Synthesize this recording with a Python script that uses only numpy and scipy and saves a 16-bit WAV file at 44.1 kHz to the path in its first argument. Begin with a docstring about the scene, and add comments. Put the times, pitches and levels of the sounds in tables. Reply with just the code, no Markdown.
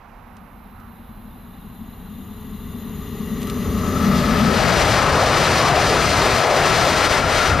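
"""A high-speed electric train comes up a slab track through open fields and passes a stereo microphone.
First, over a breeze and a distant rush, the rails carry its sound ahead: a low drone and a high sizzle,
with a few ticks from the track. Ringing bands, a hum and a whine grow as the wheels draw near.
As the nose comes level, wheel roar and air rush take over; then short falling howls go by and the
slipstream buffets the microphone. The train is still passing at the end."""
import sys
import numpy as np
from scipy import signal
from scipy.fft import rfft, irfft
from scipy.io import wavfile
from scipy.ndimage import uniform_filter1d, minimum_filter1d

SR = 44100
rng = np.random.default_rng(int(sys.argv[2]) if len(sys.argv) > 2 else 0)


def materialize(psi):
    """Save the field psi as 16-bit PCM at rate SR to the path in sys.argv[1].

    A 1-D psi becomes a single channel; in a 2-D psi each row is a channel.
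    """
    bounded = np.clip(np.atleast_2d(psi).T, -1, 1)
    quanta = np.round(bounded * 32767).astype(np.int16)
    wavfile.write(sys.argv[1], SR, quanta)


N = 335160
TIME = np.arange(N) / SR
FREQ = np.maximum(np.arange(N // 2 + 1) * SR / N, 1)
NOSE_S = 4.84  # the nose draws level
ONSET_DB, ONSET_S = 6, 0.24  # depth and time constant of the track's opening swell
RING_END_S = 4.05  # the ringing, hum and sizzle start to fade

# Spectral envelopes of the noise sources: frequency_hz, gain_db
ROAR_SPECTRUM = [(150, -42), (250, -9), (335, -5), (397, -1), (476, -2.5), (518, -1.5), (656, 1), (880, -4),
                 (1330, -4), (1510, -5.5), (1990, -7.5), (2400, -11.5), (3120, -19), (5280, -120)]
CHURN_SPECTRUM = [(70, -3), (115, -3.5), (150, -0.5), (200, -6), (260, -8), (330, -10.5)]
RUSH_SPECTRUM = [(1700, -2.5), (2300, -1), (3200, -1), (4200, -0.5), (5300, -2), (6300, -6.5), (7200, -9),
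                 (9000, -12), (11000, -16), (13000, -22), (15000, -32)]
RUMBLE_SPECTRUM = [(20, -25), (35, -8), (50, -2.5), (75, 2), (105, -2), (150, -10)]
DRONE_SPECTRUM = [(90, -17), (125, -12), (165, -5), (195, -1.5), (215, -0.5), (240, -1.5), (262, -7.5),
                  (280, -15), (350, -21), (480, -23.5), (600, -55)]
SIZZLE_SPECTRUM = [(9300, -23), (10100, -8), (10400, -2), (10800, 1.5), (11600, 0), (12300, -1), (12850, 3),
                   (13400, -2), (13750, -8), (14100, -6), (14550, -6), (15200, -16)]
TICK_SPECTRUM = [(900, -25), (2200, -1), (3500, 1), (5400, -8), (7500, -9), (10500, -6), (13000, -25)]
DISTANT_SPECTRUM = [(180, -41), (300, -11), (441, -9.5), (620, -7.5), (790, -2), (1160, -4), (1380, -8.5),
                    (2650, -18.5), (3420, -28.5), (9000, -42.5), (11700, -75), (19800, -120)]
# Loud bogies sweeping past: centre_s, roar_change_db, rush_change_db
BOGIE_SURGES = [(4.055, 2.5, 4), (4.17, 0, 4), (4.4, 0.5, 1), (4.65, -3, -1.5), (4.77, 1.5, 0.5),
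                (5.33, 2, 0.5), (5.39, -0.5, 1), (5.59, -1, 1.5), (5.9, -4.5, 1.5), (6.23, 2.5, 3.5),
                (6.54, 0, -0.5), (6.86, -1.5, 1.5), (7.02, 2.5, 2.5), (7.15, 4.5, 3)]
# Brief dips in the level of the passing noise, mostly in the hiss:
# centre_s, half_length_s, roar_change_db, rush_change_db, rumble_change_db
LEVEL_DIPS = [(5.115, .06, -0.5, -4, -0.5), (5.726, 0.016, -1.5, -5, 1), (6.06, 0.053, -1.5, 0, 1),
              (6.437, 0.026, 0, -1.5, -4), (6.54, 0.075, 4, 1.5, -1), (7.085, 0.012, -4.5, -6, -4),
              (7.246, 0.041, -1.5, -5, -1), (7.563, 0.04, -4, -8.5, 4.5)]
# Short falling howls and flares of the whine:
# centre_s, pitch_hz, width_hz, level_db, half_length_s, pitch_fall_fraction_per_s
PASSING_HOWLS = [(4.506, 422, 220, -23.5, 0.042, .1), (5.066, 1120, 250, -23, 0.066, 0.16),
                 (5.202, 1140, 300, -21, .03, .15), (5.22, 660, 300, -18.5, 0.062, 0.13),
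                 (5.651, 1130, 170, -19, .045, 0.3), (5.737, 720, 100, -18, 0.074, 0.088),
                 (5.91, 500, 302, -20, 0.057, .15), (6.014, 1285, 45, -23.5, 0.034, 0.11),
                 (6.509, 610, 201, -13, 0.058, 0.33), (6.643, 765, 500, -21, .03, .2),
                 (6.859, 605, 180, -20.5, 0.026, 0.18), (7.062, 1370, 60, -26.5, .035, .1),
                 (7.411, 1380, 120, -21.5, 0.047, 0.2), (7.423, 1820, 500, -23, 0.042, .19)]
# Waves in the rail, the well damped ones late and fast:
# pitch_hz, width_hz, relative_level_db, rise_db_per_s
RAIL_WAVES = [(425, 67, -46, 11), (610, 78, -34, 33), (850, 45, -39.5, 30), (1200, 66, -37.5, 15),
              (1120, 160, -40, 10), (1740, 71, -37.5, 40), (1930, 160, -39.5, 13.5), (2810, 150, -50, 7.5),
              (3200, 1000, -47, 7.5), (3586, 52, -52, 7), (3830, 40, -57, 6), (4040, 62, -51.5, 7),
              (6140, 120, -44, 17.5), (6740, 72, -44, 12), (7430, 200, -59, 21), (9750, 160, -46.5, 10.5),
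              (11820, 70, -56, 6), (12920, 130, -57, 7)]
# Overtones of the wheel turn: pitch_hz, rise_end_s, relative_level_db, rise_db_per_s
WHEEL_OVERTONES = [(197.5, 4.2, -28, 25), (362, 3.9, -42, 19), (394, 3.62, -36, 17.5),
                   (424.3, 3.48, -37, 14.5), (457, 3.7, -42, 18), (497, 4.15, -39, 25),
                   (568, 4.03, -37.5, 24), (595, 4.22, -35, 25), (622, 4.14, -38, 38),
                   (848, 4.04, -45.5, 30), (1167, 3.9, -42, 31), (1200, 3.97, -39.5, 34)]
# Cracks from the track: start_s, relative_level_db, ping_to_crack_db
TRACK_TICKS = [(0.3664, -41, -4), (0.7996, -49, -7), (3.4072, -35, -17), (3.4161, -28, -12),
               (3.4284, -23, -16), (3.47, -24, -15), (3.4972, -22, -13), (3.5034, -36, -6)]
# Slipstream thumps on the microphone: centre_s, level_db, half_length_s
SLIPSTREAM_GUSTS = [(6.332, -22.5, 0.024), (7.52, -20.5, 0.028)]
# The two microphone ports, alike except in the treble:
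# frequency_hz, coherence_ratio, left_lead_rad, left_minus_right_db
MICROPHONE_PORTS = [(100, 1, 0, 0), (1170, 1, 0, 0), (3700, 1, 0, 1.8), (5500, 1, -1, -1),
                    (6300, 0.99, 1, 0), (7500, 0.2, 1.63, 0.2), (8500, .45, 1.5, 2), (9700, 0.54, 3, 3),
                    (11000, 0.63, 4, 1), (12160, .55, 5, -2.5), (12800, .8, 6.5, 2), (14300, .65, 6.2, -5)]


def wheel_roar(side_db, roar_change_db, churn_change_db, screen_db=-4, ebb_db_per_s=0.13):
    """Rolling noise: the bogies roar, and turbulence churns under the cars once they are alongside."""
    roar_db = -17.5 + approach(NOSE_S, near_s=0.71, steepness=3.4) + roar_change_db
    roar_db += screen_db * (1 - alongside()) - ebb_db_per_s * since(NOSE_S)
    roar = turbulence(envelope(ROAR_SPECTRUM)) * undb(roar_db + 0.67 * walk(16))
    churn = turbulence(envelope(CHURN_SPECTRUM)) * undb(-23 + churn_change_db) * alongside()
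    return pan(roar + churn, side_db)


def air_rush(change_db, screen_db=-2):
    """Aerodynamic noise: eddies hiss along skirts and wheels, screened until the nose is almost level."""
    level_db = -23 + approach(NOSE_S, near_s=1.0, steepness=5.45) + change_db
    level_db += screen_db * (1 - alongside()) + 0.5 * car_cycle() + 0.68 * walk(30)
    rush = turbulence(envelope(RUSH_SPECTRUM)) * undb(level_db)
    return pan(rush, 2.57 + 0.25 * car_cycle())


def passing_howls(side_db):
    """Doppler effect: short howls and flares of the whine swell and fall in pitch as they go by."""
    howls = np.zeros((2, N))
    for centre_s, hz, width_hz, level_db, half_s, fall in PASSING_HOWLS:
        doppler = 1 - fall * half_s * np.tanh((TIME - centre_s) / half_s)
        howl = bend(turbulence(resonance(hz, width_hz)), doppler)
        howls += howl * undb(level_db) * swell(centre_s, half_s)
    return pan(howls, side_db)


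def slab_vibration(rumble_change_db, drone_end_s=4.5, cut_db_per_s=106):
    """Forced vibration: wheels shake the slab into a rumble and a drone that ends as the nose arrives."""
    rumble_db = -25 + approach(arrival_s=4.02, near_s=0.41, steepness=1.32) + rumble_change_db
    drone_db = -18 + approach(arrival_s=4.21, near_s=0.53, steepness=1.64)
    drone_db += onset_db() - cut_db_per_s * since(drone_end_s)
    rumble = turbulence(envelope(RUMBLE_SPECTRUM)) * undb(rumble_db)
    drone = turbulence(envelope(DRONE_SPECTRUM)) * undb(drone_db)
    side_db = np.interp(TIME, [0.7, 2.5], [-1.5, 2.2])  # from the right over to the left
    return pan(rumble, side_db) + pan(drone, 4.3)


def rail_ringing(arrival_s=4.25, gain_db=2, treble_hz=5000, treble_fade_db_per_s=28):
    """Guided waves: rough wheels excite the rail, and each wave grows as its path in steel shortens."""
    comb = wheel_comb()
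    treble_fade_db = treble_fade_db_per_s * since(3.96)  # the highest waves fade first
    ringing = 0
    for hz, width_hz, arrival_db, rise_db_per_s in RAIL_WAVES:
        level_db = arrival_db - rise_db_per_s * until(arrival_s) - treble_fade_db * (hz > treble_hz)
        ringing += turbulence(resonance(hz, width_hz) * comb) * undb(level_db)
    return pan(ringing * undb(rail_level_db() + gain_db), 1.6)


def wheel_comb(turn_hz=32.7, memory=0.8, fade_hz=1200):
    """Comb filtering: out-of-round wheels repeat their blows each turn; fine roughness is always new."""
    repeat = memory * np.exp(-(FREQ / fade_hz) ** 2)
    return 1 / np.abs(1 - repeat * np.exp(-2j * np.pi * FREQ / turn_hz))


def wheel_hum(gain_db=-0.8):
    """Periodic forcing: wheel turns give nearly pure tones, wavering as the wheels drift out of step."""
    hum = 0
    for hz, rise_end_s, full_db, rise_db_per_s in WHEEL_OVERTONES:
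        phase = 2 * np.pi * np.cumsum(hz + 1.16 * walk(12)) / SR
        level_db = full_db - rise_db_per_s * until(rise_end_s) + 0.75 * walk(9)
        hum += np.sqrt(2) * np.sin(phase) * undb(level_db)
    return pan(hum * undb(rail_level_db() + gain_db), 0.6)


def corrugation_whine(ease_db_per_s=1.0, flicker_db=3, climb_s=6.3, climb_per_s=0.055):
    """Corrugation noise: ripples on the rail head set one pitch for the wheels; it creeps up late on."""
    level_db = -31 + approach(arrival_s=4.2, near_s=0.52, steepness=4.9)
    level_db += 6 * swell(3.5, half_s=0.03) - ease_db_per_s * since(NOSE_S)
    level_db += flicker_db * (walk(11) - 0.5) * alongside()
    line = turbulence(resonance(hz=1301, width_hz=16.6))
    band = turbulence(resonance(hz=1241, width_hz=114)) * undb(-1)
    whine = bend(line + band, 1 + climb_per_s * since(climb_s))
    return pan(whine * undb(level_db), 10.8)


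def rail_sizzle(ripple_db=1.1, rise_db_per_s=5.5):
    """Low attenuation: the highest waves lose least in steel, so their crowded modes sizzle far ahead."""
    mode_ripple = np.interp(FREQ, np.linspace(0, SR / 2, 400), rng.standard_normal(400))
    sizzle = turbulence(envelope(SIZZLE_SPECTRUM) * undb(ripple_db * mode_ripple))
    level_db = -41.5 - rise_db_per_s * until(RING_END_S) + rail_level_db() + 0.36 * walk(18)
    return pan(sizzle * undb(level_db), 3.4)


def track_ticks(decay_s=0.0037, delay_s=0.00115, gain_db=-6):
    """Damped transients: the track cracks drily as the load nears, sometimes with a bright ping."""
    crack_gain = ping_gain = 0
    for start_s, level_db, ping_db in TRACK_TICKS:
        age_s = TIME - start_s - delay_s
        strike = undb(level_db + gain_db) * (age_s >= 0) * np.exp(-np.abs(age_s) / decay_s)
        crack_gain += strike
        ping_gain += strike * undb(ping_db)
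    cracks = turbulence(envelope(TICK_SPECTRUM)) * crack_gain
    pings = turbulence(resonance(hz=5700, width_hz=1400)) * ping_gain
    return cracks + pings


def wind_buffeting(draught_db_per_s=3):
    """Turbulent pressure on the microphone: a breeze freshens, then the slipstream builds and thumps."""
    breeze_db = -43.5 - 7.5 * swell(0, half_s=0.5) + draught_db_per_s * since(NOSE_S)
    breeze = turbulence(resonance(hz=33.7, width_hz=17)) * undb(breeze_db)
    gust_gain = sum(undb(db) * swell(centre_s, half_s) for centre_s, db, half_s in SLIPSTREAM_GUSTS)
    return breeze + turbulence(resonance(hz=62, width_hz=60)) * gust_gain


def distant_rush():
    """Ambient noise: a soft rush from the right sinks a little, swells once in the mids, then holds."""
    rush = turbulence(envelope(DISTANT_SPECTRUM)) * undb(-51 + 2.5 * swell(0, half_s=0.27))
    mids = turbulence(resonance(hz=1240, width_hz=310)) * undb(-51) * swell(0.83, half_s=0.058)
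    return pan(rush + mids, np.interp(TIME, [0.7, 3], [-11, -4]))


def level_changes_db(surge_half_s=0.024, ease_db_per_s=1.7):
    """Amplitude modulation: the level dips briefly, roar and rush surge, and the rumble slowly eases."""
    roar, rush, rumble = sum(np.outer(dbs, swell(s, half_s)) for s, half_s, *dbs in LEVEL_DIPS)
    roar_surge, rush_surge = sum(np.outer(dbs, swell(s, surge_half_s)) for s, *dbs in BOGIE_SURGES)
    return roar + roar_surge, rush + rush_surge, rumble - ease_db_per_s * since(NOSE_S)


def car_cycle(first_bogie_s=5.05, period_s=0.338):
    """Periodic modulation between -1 and 1, highest as each pair of bogies goes by."""
    return np.cos(2 * np.pi * (TIME - first_bogie_s) / period_s) * (TIME > NOSE_S)


def onset_db():
    """Build-up of vibration as the train rolls onto this stretch of track."""
    return -ONSET_DB * np.exp(-TIME / ONSET_S)


def rail_level_db(fade_db_per_s=8, mute_db_per_s=16):
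    """Amplitude envelope of ringing, hum and sizzle: it rises, holds, then fades ever faster."""
    return onset_db() - fade_db_per_s * since(RING_END_S) - mute_db_per_s * since(NOSE_S)


def approach(arrival_s, near_s, steepness):
    """Power law of distance: level in dB of a source nearing at steady speed, flat once it arrives."""
    return -10 * steepness * np.log10(1 + (until(arrival_s) / near_s) ** 2)


def alongside():
    """Acoustic screening: opens from 0 to 1 as the nose stops hiding the wheels behind it."""
    return np.interp(TIME, [4.53, 4.61], [0, 1])


def turbulence(response):
    """Random forcing through a frequency response, partly coherent between the two ports; rms 1."""
    hz, *columns = np.transpose(MICROPHONE_PORTS)
    coherence, lead_rad, side_db = (np.interp(FREQ, hz, column) for column in columns)
    left, independent = rfft(rng.standard_normal((2, N)))
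    right = (coherence * left + np.sqrt(1 - coherence ** 2) * independent) * np.exp(-1j * lead_rad)
    noise = irfft(pan(np.array([left, right]) * response, side_db), N)
    return noise / noise.std()


def envelope(points):
    """Spectral envelope: gain through (Hz, dB) points, falling 60 dB an octave past the ends."""
    hz, db = np.transpose(points)
    octaves_outside = np.maximum(0, np.maximum(np.log2(hz[0] / FREQ), np.log2(FREQ / hz[-1])))
    return undb(np.interp(np.log(FREQ), np.log(hz), db) - 60 * octaves_outside)


def resonance(hz, width_hz):
    """Steep resonance: the gain of a band-pass applied twice."""
    return 1 / (1 + ((FREQ / hz - hz / FREQ) * hz / (1.5 * width_hz)) ** 2)


def walk(rate_hz):
    """Smooth random fluctuation of spread 1 that changes about rate_hz times a second."""
    points = rng.standard_normal(1024)
    step = int(SR / rate_hz)
    drift = uniform_filter1d(points[np.arange(N) // step % len(points)], step)
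    return drift / drift.std()


def bend(x, ratio):
    """Resampling shifts the pitch of a stereo sound by a ratio that changes over time."""
    clock = np.cumsum(ratio) % (N - 1)
    return np.array([np.interp(clock, np.arange(N), side) for side in x])


def pan(x, side_db):
    """Level difference: tips a sound to the left by side_db."""
    return x * undb(np.array([[0.5], [-0.5]]) * side_db)


def swell(centre_s, half_s):
    """Gaussian rise and fall about centre_s."""
    return np.exp(-0.5 * ((TIME - centre_s) / half_s) ** 2)


def since(s):
    """Seconds elapsed since time s, zero before it."""
    return np.maximum(TIME - s, 0)


def until(s):
    """Seconds left until time s, zero after it."""
    return np.maximum(s - TIME, 0)


def undb(db):
    """Decibels to amplitude ratio."""
    return 10 ** (np.asarray(db) / 20)


def scene():
    """Superposition of the track's vibration, the passing train and the open air."""
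    # the train lies to the left, swings further as the nose arrives and sways with each car
    side_db = 3.5 + 0.75 * since(NOSE_S) + 5.5 * swell(4.47, half_s=0.31) + 0.7 * car_cycle()
    roar_db, rush_db, rumble_db = level_changes_db()
    track = slab_vibration(rumble_db) + wheel_hum() + rail_ringing() + rail_sizzle() + track_ticks()
    wheels = wheel_roar(side_db, roar_db, rumble_db) + corrugation_whine()
    train = wheels + air_rush(rush_db) + passing_howls(side_db)
    return track + train + wind_buffeting() + distant_rush()


def record(dry, ceiling=0.59, hold_s=0.0098, cutoff_hz=15200):
    """Peak limiting ducks the gain round each peak above the ceiling; a low-pass then cuts the top."""
    hold = int(hold_s * SR)
    gain = ceiling / np.maximum(np.abs(dry).max(axis=0), ceiling)
    smooth_gain = uniform_filter1d(minimum_filter1d(gain, hold), hold)
    low_pass = signal.ellip(8, 0.2, 70, cutoff_hz, fs=SR, output="sos")
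    return signal.sosfilt(low_pass, dry * smooth_gain)


dry = scene()
out = record(dry)
materialize(out)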